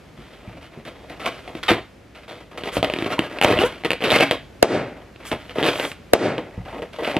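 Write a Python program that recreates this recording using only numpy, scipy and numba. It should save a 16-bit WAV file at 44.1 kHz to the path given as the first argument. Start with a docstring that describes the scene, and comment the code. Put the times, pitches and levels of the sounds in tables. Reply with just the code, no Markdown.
"""A low outdoor murmur runs throughout, under fingers rubbing and squeezing latex balloons on a porch.
Dense micro-slips make the rubbing; single hard slips crack and set the balloon's skin and air ringing.
Soft bumps thud, squeaks glide, creaks run slip after slip and palms hiss over the skin.
Two balloons are burst with scissors: filtered clicks, short swings, a wide dull noise and a yard echo.
They overload a small stereo recorder, whose limiter ducks and then lets the echo swell back."""
import sys
import numpy as np
from scipy import signal
from scipy.fft import rfft, irfft, next_fast_len
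from scipy.io import wavfile
from scipy.ndimage import uniform_filter1d, minimum_filter1d
from numba import njit

SR = 44100
rng = np.random.default_rng(int(sys.argv[2]) if len(sys.argv) > 2 else 0)


def generate_wav(signal):
    """Clip the signal to [-1, 1] and save it as 16-bit WAV at the path in sys.argv[1]."""
    frames = np.transpose(np.atleast_2d(signal))
    scaled = np.clip(frames, -1, 1) * 32767
    pcm = np.round(scaled).astype(np.int16)
    wavfile.write(sys.argv[1], SR, pcm)


N = 317079
TIME = np.arange(N) / SR
SIZE = next_fast_len(N + SR)


def from_db(db):
    """Decibels to gain."""
    return 10 ** (np.asarray(db) / 20)


def rms_one(x):
    """Scale to unit rms."""
    return x / np.sqrt(np.mean(x ** 2) + 1e-20)


def at_hz(points, hz):
    """Read a table's second column against its first, on a log-frequency axis."""
    points = np.array(points)
    return np.interp(np.log(hz + 1), np.log(points[:, 0]), points[:, 1])


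def high_pass(x, hz):
    """Take away the bass below hz, at 12 dB per octave."""
    return signal.sosfilt(signal.butter(2, hz, "high", fs=SR, output="sos"), x)


def colour(x, spectrum):
    """Causal (minimum-phase) filter with the given dB spectrum, so nothing sounds before a click."""
    size = 4096
    log_gain = np.log(from_db(at_hz(spectrum, np.fft.rfftfreq(size, 1 / SR))))
    cepstrum = irfft(log_gain)
    # folding the cepstrum forward gives minimum phase
    cepstrum[1:size // 2] *= 2
    cepstrum[size // 2 + 1:] = 0
    response = irfft(np.exp(rfft(cepstrum)))
    response = response.reshape((1,) * (x.ndim - 1) + (-1,))
    return signal.fftconvolve(x, response, axes=-1)[..., :N]


def clicks_at(times, sizes):
    """A train of single samples."""
    out = np.zeros(N)
    np.add.at(out, np.minimum((np.asarray(times) * SR).astype(int), N - 1), sizes)
    return out


def ring(clicks, hz, t60):
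    """A two-pole resonator: a unit click sets a sine ringing that falls 60 dB in t60 seconds."""
    r, w = from_db(-60 / (t60 * SR)), 2 * np.pi * hz / SR
    return signal.lfilter([0, np.sin(w)], [1, -2 * r * np.cos(w), r * r], clicks + 1e-18)


@njit
def bending_ring(x, hz, width_hz, sr):
    """One resonance whose centre moves sample by sample."""
    out, r = np.zeros(len(x)), np.exp(-np.pi * width_hz / sr)
    for i in range(2, len(x)):
        drive = (1 - r * r) / 2 * (x[i] - x[i - 2])
        out[i] = drive + 2 * r * np.cos(2 * np.pi * hz[i] / sr) * out[i - 1] - r * r * out[i - 2]
    return out


def struck(notes, t60):
    """Damped sines, one for each (t/s, level/dB, f/Hz)."""
    out, t = np.zeros(N + SR), np.arange(int(min(2 * t60, 1) * SR)) / SR
    for s, db, hz in notes:
        out[int(s * SR):][:len(t)] -= from_db(db - 60 * t / t60) * np.sin(2 * np.pi * hz * t)
    return out[:N]


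def closeness(hz, pitch, octaves, least):
    """Share of a touch that reaches a mode: most near the pitch the grip leaves free."""
    return np.maximum(np.exp(-(np.log2(hz / pitch) / octaves) ** 2), least)


# how alike reflections are left and right: [f/Hz, likeness 0-1]
REFLECTION_LIKENESS = [(100, 1), (500, 0.98), (2000, 1), (5000, 0.99)]


def echoes(x, t60_table, build_s):
    """Diffuse stereo reflections: noise whose octave bands die at their own rates; energy 1 per channel."""
    t = np.arange(SR) / SR
    tail = np.zeros((2, SR))
    # two takes of each noise alternate, so neighbouring bands are unrelated
    shared, own = rng.standard_normal((2, SR)), rng.standard_normal((2, 2, SR))
    for k, low in enumerate(40 * 2. ** np.arange(9)):
        centre = low * np.sqrt(2)
        alike = np.clip(at_hz(REFLECTION_LIKENESS, centre), 0, 1)
        band = signal.butter(2, [low, min(2 * low, .45 * SR)], "band", fs=SR, output="sos")
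        noise = signal.sosfilt(band, np.sqrt(alike) * shared[k % 2] + np.sqrt(1 - alike) * own[k % 2])
        tail += noise * from_db(-60 * t / at_hz(t60_table, centre))
    tail *= 1 - np.exp(-t / build_s)
    tail /= np.sqrt(np.sum(tail ** 2) / 2)
    return signal.fftconvolve(x[None], tail, axes=-1)[:, :N]


# spectrum of the outdoor murmur: [f/Hz, relative level/dB per Hz]
GARDEN_SPECTRUM = [(20, -29), (50, 9.5), (100, 4), (250, 0.5), (600, -3.5), (950, -11.5), (2400, -14),
                   (4400, -22.5), (6000, -26), (9000, -32.5), (13000, -34), (15500, -63)]
# how alike the murmur is left and right: [f/Hz, likeness 0-1]
GARDEN_ALIKE = [(60, 1), (170, 0.89), (490, 0.53), (1390, 0.83), (3970, 0.67)]
GARDEN_DB, SWELL_DB = -45.5, 1.07   # level, and rms size of its slow drift


def garden():
    """Distant traffic, leaves and microphone hiss as one shaped noise, its stereo width set by pitch."""
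    mid, side = rfft(rng.standard_normal((2, SIZE)))
    hz = np.fft.rfftfreq(SIZE, 1 / SR)
    alike = np.clip(at_hz(GARDEN_ALIKE, hz), 0, 1)
    pair = np.sqrt(1 + alike) * mid + np.sqrt(1 - alike) * side * [[1], [-1]]
    noise = rms_one(irfft(pair * from_db(at_hz(GARDEN_SPECTRUM, hz)), SIZE)[:, :N])
    swell = rms_one(signal.resample(rng.standard_normal(12), N))   # drifts about once a second
    return from_db(GARDEN_DB + SWELL_DB * swell) * noise


# finger strokes: [t/s, length/s, relative ring level at the start/dB, crack level re ring/dB,
# air note f/Hz, grip]
FINGER_STROKES = [(0.17, 0.27, -47.5, -4.5, 210, "holds"), (0.394, 0.19, -43, -11, 210, "holds"),
                  (0.611, 0.05, -43, -5, 307, "holds"), (0.717, 0.082, -43.5, -11, 360, "holds"),
                  (0.85, 0.077, -29, -7.5, 484, "eases"), (0.949, 0.23, -45.5, -10.5, 605, "holds"),
                  (1.097, 0.073, -29, -9, 726, "eases"), (1.196, 0.28, -30.5, -5, 670, "eases"),
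                  (1.258, 0.059, -15.5, -5, 695, "eases"), (1.269, 0.23, -33, -4.5, 283, "eases"),
                  (1.477, 0.078, -28.5, -12.5, 392, "eases"), (1.548, 0.058, -29, -7.5, 255, "eases"),
                  (1.63, 0.069, -38.5, 7.5, 360, "eases"), (1.68, 0.077, -16, -7, 504, "holds"),
                  (1.721, 0.074, -15, -16, 342, "eases"), (2.148, 0.095, -48.5, -2, 583, "holds"),
                  (2.28, 0.17, -33, -7, 720, "eases"), (2.404, 0.036, -29, -10, 442, "eases"),
                  (2.511, 0.062, -31.5, -14, 440, "eases"), (2.575, 0.045, -23.5, -7, 610, "eases"),
                  (2.635, 0.053, -29.5, -7, 417, "holds"), (2.718, 0.063, -32.5, -5.5, 520, "tightens"),
                  (2.828, 0.061, -15.5, -11.5, 644, "eases"), (2.899, 0.18, -31, -8, 327, "holds"),
                  (3.093, 0.038, -27.5, -9, 730, "tightens"), (3.18, 0.081, -30, -12, 332, "holds"),
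                  (3.298, 0.074, -31.5, -11.5, 350, "holds"), (3.428, 0.056, -12.5, -11, 584, "holds"),
                  (3.498, 0.079, -8.5, -12.5, 340, "eases"), (3.595, 0.032, -18, -6.5, 355, "holds"),
                  (3.638, 0.18, -27, -6.5, 430, "eases"), (3.847, 0.03, -14, -6.5, 326, "eases"),
                  (3.912, 0.03, -16, -24, 480, "eases"), (4.01, 0.085, -26.5, -9.5, 445, "tightens"),
                  (4.115, 0.045, -12.5, -6, 690, "holds"), (4.173, 0.034, -16, -3, 577, "eases"),
                  (4.198, 0.035, -14, -7.5, 594, "holds"), (4.234, 0.059, -25, 1, 725, "eases"),
                  (4.3167, 0.03, -10, -10, 497, "eases"), (4.966, 0.14, -33.5, -18, 336, "eases"),
                  (5.194, 0.068, -40.5, -9.5, 330, "holds"), (5.252, 0.11, -33.5, 0, 302, "eases"),
                  (5.314, 0.036, -12.5, -11, 558, "eases"), (5.348, 0.3, -44.5, -3.5, 557, "holds"),
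                  (5.555, 0.051, -26, -13.5, 404, "tightens"), (5.642, 0.03, -14, -9, 596, "holds"),
                  (5.663, 0.11, -14, -4.5, 623, "eases"), (5.78, 0.11, -23.5, -8, 267, "holds"),
                  (5.845, 0.075, -28.5, -2, 710, "eases"), (6.384, 0.025, -18.5, -34, 450, "eases"),
                  (6.438, 0.17, -41.5, -19, 326, "holds"), (6.651, 0.059, -34, -13, 783, "holds"),
                  (6.727, 0.059, -29.5, -18.5, 455, "holds"), (6.822, 0.034, -22.5, -14.5, 483, "eases"),
                  (6.93, 0.097, -37, -4, 586, "eases"), (6.983, 0.054, -24.5, -16, 405, "holds"),
                  (7.033, 0.086, -26.5, -7, 690, "holds"), (7.119, 0.053, -30.5, -21, 335, "tightens")]
# change over a stroke: grip -> [level/dB]
GRIP_CHANGE = {"tightens": 9, "holds": 2.5, "eases": -16.5}
FINE_DB, FINE_FOLLOWS = -18.5, 1   # fine treble re ring, plus this share of the crack's dB re ring
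GRIP_S = 0.00034   # time the fingers take to grip


def stroke_gains(fade_db_s):
    """A stroke grips at once, swells or eases with the grip, and fades after the fingers let go."""
    levels = np.full((3, N), -120.)
    for start, length, ring_db, crack_db, _, grip in FINGER_STROKES:
        on = slice(int(start * SR), int((start + length) * SR))
        layers_db = ring_db + np.array([[0], [crack_db], [FINE_DB + FINE_FOLLOWS * crack_db]])
        levels[:, on] = layers_db + GRIP_CHANGE[grip] * (TIME[on] - start) / length
    # the level may fall no faster than fade_db_s
    gains = from_db(np.maximum.accumulate(levels + fade_db_s * TIME, axis=1) - fade_db_s * TIME)
    r = np.exp(-1 / (GRIP_S * SR))
    return signal.lfilter([1 - r], [1, -r], gains)


# modes of the balloon's skin and air: [f/Hz, relative level/dB, t60/s]
BALLOON_MODES = [(202, -8.5, 0.044), (279, -1, 0.081), (342.7, -3, 0.074), (400.4, -4, 0.069),
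                 (481, 0.5, 0.046), (552, 2.5, 0.042), (616.3, 5.5, 0.04), (688.5, 10, 0.02),
                 (915, 3.5, 0.025), (1088, -1, 0.03), (1252, -6, 0.056), (1663, -5.5, 0.043),
                 (1960, 0, 0.033), (2110, -2.5, 0.02), (2530, -6.5, 0.03), (3030, -44, 0.029)]
# spectrum of a slip's crack: [f/Hz, level/dB]
CRACK_SPECTRUM = [(150, -115), (800, 3), (1400, 12.5), (2000, 10.5), (2700, 9), (3500, 8.5), (4500, 3),
                  (6000, -8), (16000, -90.5)]
# spectrum of the fine treble: [f/Hz, level/dB]
FINE_SPECTRUM = [(1500, -23), (5000, 9), (7500, 10.5), (12500, 7.5), (14500, -7), (17000, 6)]
# taut patches of skin, retuned by every stroke
PATCH_HZ, PATCH_SPREAD, PATCH_WIDTH_HZ, PATCH_DB = (1250, 2150, 2850), .08, 500., 5
FLUTTER_DB = 2.0   # rms waver of the finger pressure, up to some 30 times a second


def rubbing(per_s, uneven_db, hiss):
    """Dense uneven micro-slips under the fingers feed ring, crack and fine treble together."""
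    ring_gain, crack_gain, fine_gain = stroke_gains(fade_db_s=502.0)
    start, length, _, _, note = np.transpose([row[:-1] for row in FINGER_STROKES])
    pitch = np.interp(TIME, start + length / 2, note)

    # the skin always springs back the same way, so all slips share a sign
    sizes = -from_db(uneven_db * np.minimum(rng.exponential(1, N), 3))
    impulses = rms_one(sizes * (rng.random(N) < per_s / SR))
    slips = rms_one(impulses + hiss * rng.standard_normal(N))
    slips *= from_db(FLUTTER_DB * rms_one(signal.resample(rng.standard_normal(N // 735), N)))

    # each slip lands elsewhere, so every mode gets its own changing share
    spread = rng.standard_normal((len(BALLOON_MODES), N // 64 + 1)).repeat(64, axis=1)[:, :N]
    push = ring_gain * slips
    body = sum(from_db(db - 32.5) * ring(push * w * closeness(hz, pitch, 0.31, 0.63), hz, t60)
               for w, (hz, db, t60) in zip(spread, BALLOON_MODES))
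    # squeezing bends the gripped balloon's air note
    body += from_db(9.5) * bending_ring(push, pitch, 35.0, SR)

    tuning = np.exp(PATCH_SPREAD * rng.standard_normal((len(FINGER_STROKES), len(PATCH_HZ))))
    stroke_now = np.maximum(np.searchsorted(start, TIME) - 1, 0)
    patches = sum(bending_ring(slips, hz * tuned[stroke_now], PATCH_WIDTH_HZ, SR)
                  for hz, tuned in zip(PATCH_HZ, tuning.T))
    crack = rms_one(colour(slips + from_db(PATCH_DB) * patches, CRACK_SPECTRUM))
    fine = rms_one(colour(slips + 0.8 * rng.standard_normal(N), FINE_SPECTRUM))
    return body + crack_gain * crack + fine_gain * fine


# decay of the porch's reflections: [f/Hz, t60/s]
PORCH_DECAY = [(60, 0.67), (300, 0.16), (1000, 0.26), (4000, 0.31), (12000, 0.14)]
PORCH_DB = -11.5   # echo re direct sound


def porch(hands):
    """The porch answers the hands with quickly dying diffuse reflections."""
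    return from_db(PORCH_DB) * echoes(hands, PORCH_DECAY, build_s=0.0039)


# soft bumps of balloon on balloon: [t/s, level/dB, f/Hz]
SOFT_BUMPS = [(0.189, -37, 154.6), (0.477, -31.5, 82), (0.552, -38, 119), (0.775, -34.5, 161),
              (1.708, -22.5, 104), (2.781, -25, 72.5), (3.449, -20, 85.5), (3.56, -26, 62.5),
              (4.13, -23.5, 127), (5.331, -31.5, 102), (6.578, -25.5, 79.4), (6.598, -30.5, 57.5)]


def bumps(t60):
    """Soft contacts give a low thud of three skin modes."""
    return struck([(s, db, hz * ratio) for s, db, hz in SOFT_BUMPS for ratio in (1, 1.4, 2.3)], t60)


# squeaks: [start t/s, end t/s, level/dB, first f/Hz, last f/Hz,
# level from one overtone to the next/dB]
SQUEAK_TONES = [(1.2, 1.24, -36.5, 1308, 1320, -19), (1.262, 1.278, -20.5, 1090, 1120, -22),
                (1.681, 1.699, -21, 625, 602, 0.5), (3.12, 3.144, -25, 1330, 1435, -7),
                (3.181, 3.191, -22.5, 960, 1010, -13), (3.58, 3.682, -22, 330, 552, -3.5),
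                (3.587, 3.594, -13.5, 2760, 2720, -32), (4.12, 4.173, -18, 2175, 2160, -18),
                (4.2, 4.25, -20, 1600, 1606, -25), (4.205, 4.251, -17, 2170, 2170, -25),
                (6.66, 6.703, -35, 460, 1080, -7.5)]


def squeaks(wobble):
    """Regular stick-slip gives a gliding, wavering tone with overtones."""
    out = np.zeros(N)
    for start, end, db, first_hz, last_hz, overtone_db in SQUEAK_TONES:
        on = slice(int(start * SR), int(end * SR))
        share = (TIME[on] - start) / (end - start)
        shaky = rms_one(uniform_filter1d(rng.standard_normal(N // 10), size=150))[:len(share)]
        hz = first_hz * (last_hz / first_hz) ** share * (1 + wobble * shaky)
        phase = 2 * np.pi * np.cumsum(hz) / SR
        tone = sum(from_db(overtone_db * k) * np.sin((k + 1) * phase + k * k) for k in range(6))
        out[on] += from_db(db) * np.sqrt(np.abs(np.sin(np.pi * share))) * tone
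    return out


# single hard slips: [t/s, relative crack level/dB, relative ring level/dB, ring centre f/Hz]
HARD_SLIPS = [(1.2628, -11, -23, 674), (1.4774, -22.5, -33.5, 710), (1.552, -27, -26, 345),
              (1.7157, -6.5, -8, 340), (2.576, -34, -41, 455), (2.6363, -14, -23.5, 420),
              (2.6755, -17, -28, 400), (2.7688, -15, -10, 576), (2.8287, -5.5, -8.5, 664),
              (2.8458, -5, -27, 620), (2.8996, -10.5, -20, 610), (2.9376, -7, -17, 382),
              (2.9627, -16, -20.5, 364), (2.9876, -13.5, -17, 350), (3.0239, -12, -14.5, 350),
              (3.0451, -15, -25, 378), (3.0626, -17, -16.5, 396), (3.192, -2, -7, 322),
              (3.3867, -11.5, -30, 322), (3.4472, -3.5, -1.5, 580), (3.637, -11, -12.5, 484),
              (3.5895, -6, -15, 342), (3.837, -17, -27, 750), (4.0063, -18, -28, 474),
              (4.023, -11.5, -22.5, 453), (4.1875, -5.5, -16, 572), (4.2016, -13, -12, 570),
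              (4.2082, -0.5, -11, 540), (4.3113, -0.5, -12, 635), (5.1607, -28.5, -45, 328),
              (5.3164, -11, -20.5, 288), (5.4954, -22, -34.5, 502), (5.585, -14, -11.5, 446),
              (5.6868, -7, -13, 467), (5.7572, -14.5, -22, 600), (5.777, -18, -30, 613),
              (5.798, -10.5, -31, 395), (5.8516, -12, -21.5, 641), (5.917, -14.5, -34, 243),
              (6.381, -13.5, -22, 475), (6.821, -23.5, -24, 503), (7.1668, -6.5, -9, 326)]
HARD_IS_BRIGHT = 1.58   # dB of fine treble for each dB of a slip's crack
# the freed patch of skin twangs briefly, each at a pitch of its own; level re crack
SNAP_HZ, SNAP_SPREAD, SNAP_T60_S, SNAP_DB = 2900, .1, .0055, -1
SOFT_HZ, FINE_FROM_HZ = 4300, 6500   # rubber dulls the crack above the first; fine treble starts at the second


def hard_slips(fine_db, ring_db, rattle_db, rattle_s):
    """Each slip cracks, leaves a dying rattle of the skin, and rings mostly the modes near its own pitch."""
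    s, crack_db, body_db, pitch = np.transpose(HARD_SLIPS + creak_slips())
    luck = rng.normal(0, 3, (len(s), len(BALLOON_MODES)))   # dB, per slip and mode
    snaps = clicks_at(s, -from_db(crack_db))
    snap_hz = SNAP_HZ * np.exp(SNAP_SPREAD * rng.standard_normal(len(s)))
    twang = struck(zip(s, crack_db + SNAP_DB, snap_hz), SNAP_T60_S)
    rattle_fade = signal.lfilter([1], [1, -np.exp(-1 / (rattle_s * SR))], snaps + 1e-18)
    rattle = rattle_fade * rng.standard_normal(N)

    soft = signal.butter(2, SOFT_HZ, fs=SR, output="sos")
    snaps = signal.sosfilt(soft, snaps + from_db(rattle_db) * rattle)
    twang = signal.sosfilt(np.vstack([soft, soft]), twang)
    fine = high_pass(clicks_at(s, -from_db(fine_db + HARD_IS_BRIGHT * crack_db)), FINE_FROM_HZ)
    out = twang + colour(snaps, CRACK_SPECTRUM) + colour(fine, FINE_SPECTRUM)

    out += struck(zip(s, body_db, pitch), t60=0.03)   # the air note of the gripped balloon
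    for k, (hz, db, t60) in enumerate(BALLOON_MODES):
        touch = closeness(hz, pitch, 0.04, 0.13) * from_db(body_db + db + ring_db + luck[:, k])
        out += ring(clicks_at(s, -touch), hz, t60)
    return out


# palm slides: [t/s, length/s, level/dB]
PALM_SLIDES = [(2.717, 0.082, -41.5), (3.428, 0.03, -30.5), (3.639, 0.046, -41.5), (5.244, 0.07, -43.5),
               (5.708, 0.24, -44.5)]


def slides():
    """A palm slides over the skin: thin smooth treble noise that swells and dies."""
    gain = sum(from_db(db) * np.sqrt(np.sin(np.pi * np.clip((TIME - s) / length, 0, 1)) ** 2)
               for s, length, db in PALM_SLIDES)
    return gain * rms_one(colour(rng.standard_normal(N), FINE_SPECTRUM))


# creaks, runs of slips: [t/s, slips, first gap/s, last gap/s, relative crack level/dB,
# relative ring level/dB, f/Hz]
CREAK_RUNS = [(3.4141, 6, 0.011, 0.0095, 0, -14, 800), (3.503, 2, .0095, .0095, -18, -7.5, 420),
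              (3.573, 3, 0.0046, 0.0032, -12.5, -19.5, 603), (3.8479, 3, 0.0065, 0.0063, -12, -15, 430),
              (3.9056, 3, 0.011, 0.016, -2, -17.5, 517), (4.0396, 11, 0.0042, 0.0067, -5.5, -17, 437),
              (4.1041, 5, 0.0068, 0.011, -2, -22.5, 484), (5.628, 6, 0.0068, 0.0056, -6, -17, 398),
              (7.0474, 3, 0.0035, 0.0028, -13, -28, 596)]
CREAK_FADE_DB = -1.5   # from one slip to the next


def creak_slips():
    """Each creak as rows of single slips: the gaps change by a steady ratio, the slips weaken."""
    rows = []
    for start, slips, first, last, crack_db, ring_db, pitch in CREAK_RUNS:
        times = start + np.cumsum([0, *np.geomspace(first, last, round(slips) - 1)])
        for k, s in enumerate(times):
            fade_db = CREAK_FADE_DB * k
            rows.append((s, crack_db + fade_db, ring_db + fade_db, pitch))
    return rows


# bursts: [t/s, relative level/dB, ring of the escaping air f/Hz]
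BALLOON_BURSTS = [(4.6273, 21.5, 592), (6.1346, 22, 577)]
# spectrum of the blast: [f/Hz, level/dB]
BLAST_SPECTRUM = [(30, -104), (90, -8), (250, 3), (600, 4.5), (1000, -9.5), (2500, -12), (5000, -19),
                  (12000, -18.5), (16000, -56)]
# separate wall echoes of a burst: [delay t/s, level re swing/dB]
WALL_ECHOES = [(.0183, -8), (.0242, -13), (.029, -15)]
# decay of the yard's reflections: [f/Hz, t60/s]
YARD_DECAY = [(60, 0.73), (400, 0.48), (2000, 0.58), (5000, 0.37), (12000, 0.36)]
YARD_DB, YARD_CUT_HZ = 16.5, 4000   # yard echo level; it and the wide noise are dull above the cut
WIDE_DB, WIDE_S = 9, 0.0048   # a short dull noise at each pop, opposite in the two overloaded channels


def bursts(t60):
    """The freed air cracks, swings a few times, slaps back from near walls and echoes round the yard."""
    s, db, pitch = np.transpose(BALLOON_BURSTS)
    blast = colour(clicks_at(s, from_db(db)), BLAST_SPECTRUM)
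    swing = struck(zip(s + 0.00046, db, pitch), t60)
    swing += struck([(s + lag, db + loss_db, hz) for s, db, hz in BALLOON_BURSTS
                     for lag, loss_db in WALL_ECHOES], t60)
    noise_fade = signal.lfilter([1], [1, -np.exp(-1 / (WIDE_S * SR))], clicks_at(s, 0.59) + 1e-18)
    noise = noise_fade * rms_one(colour(rng.standard_normal(N), BLAST_SPECTRUM))

    dull = signal.butter(2, YARD_CUT_HZ, fs=SR, output="sos")
    wide = from_db(WIDE_DB) * high_pass(signal.sosfilt(dull, noise), 350)
    direct = high_pass(from_db(11.0) * blast + swing, 276) + wide * [[1], [-1]]
    yard = echoes(signal.sosfilt(dull, blast), YARD_DECAY, build_s=0.0005)
    return direct + from_db(YARD_DB) * yard


# side signal of the recorder's stereo processing: [f/Hz, side level re mid/dB, phase the side leads/rad]
SIDE_RESPONSE = [(250, -65, -0.07), (554, -16, 0.5), (1070, -26.5, 1.4), (1690, -35, -2.7),
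                 (2800, -22.5, -2), (4300, -0.5, -1.64), (8000, -0.5, -1.63), (12000, 1, -1.6)]


def stereo_processing(x):
    """The recorder's stereo processing adds a side signal to hands, bursts and echoes, set by pitch."""
    hz, response = np.fft.rfftfreq(SIZE, 1 / SR), np.array(SIDE_RESPONSE)
    gain = from_db(at_hz(response, hz)) * np.exp(1j * at_hz(response[:, ::2], hz))
    side = irfft(gain * rfft(x.mean(axis=0), SIZE), SIZE)[:N]
    return x + side * [[1], [-1]]


def scene():
    """Hands on balloons in the porch, two bursts, garden behind."""
    rubber = rubbing(per_s=700., uneven_db=2.0, hiss=0.57)
    rubber += hard_slips(fine_db=-13.5, ring_db=-2.5, rattle_db=-19.0, rattle_s=0.0046) + slides()
    rubber += squeaks(wobble=0.02)
    hands = high_pass(rubber, 125) + bumps(t60=0.12)
    near = hands + porch(hands)
    return stereo_processing(near + bursts(t60=0.0087)) + garden()


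LIMIT_DB, ATTACK_S, RELEASE_DB_S = -0.5, 0.01, 235
CUTOFF_HZ = 16500


def record(dry):
    """A limiter reacts a little late, holds, and recovers at a steady rate; the overshoot clips; the top is cut."""
    over = np.maximum(20 * np.log10(np.abs(dry).max(axis=0) + 1e-9) - LIMIT_DB, 0)
    over = -minimum_filter1d(-over, size=1323, origin=661)   # each peak is held for 30 ms
    held = np.maximum.accumulate(over + RELEASE_DB_S * TIME) - RELEASE_DB_S * TIME
    r = np.exp(-1 / (max(ATTACK_S, 1e-4) * SR))
    limited = dry * from_db(-signal.lfilter([1 - r], [1, -r], held))
    limited = high_pass(np.clip(limited, -.97, .97), 43.6)
    return signal.sosfilt(signal.cheby2(10, 60, CUTOFF_HZ, fs=SR, output="sos"), limited)


dry = scene()
out = record(dry)
generate_wav(out)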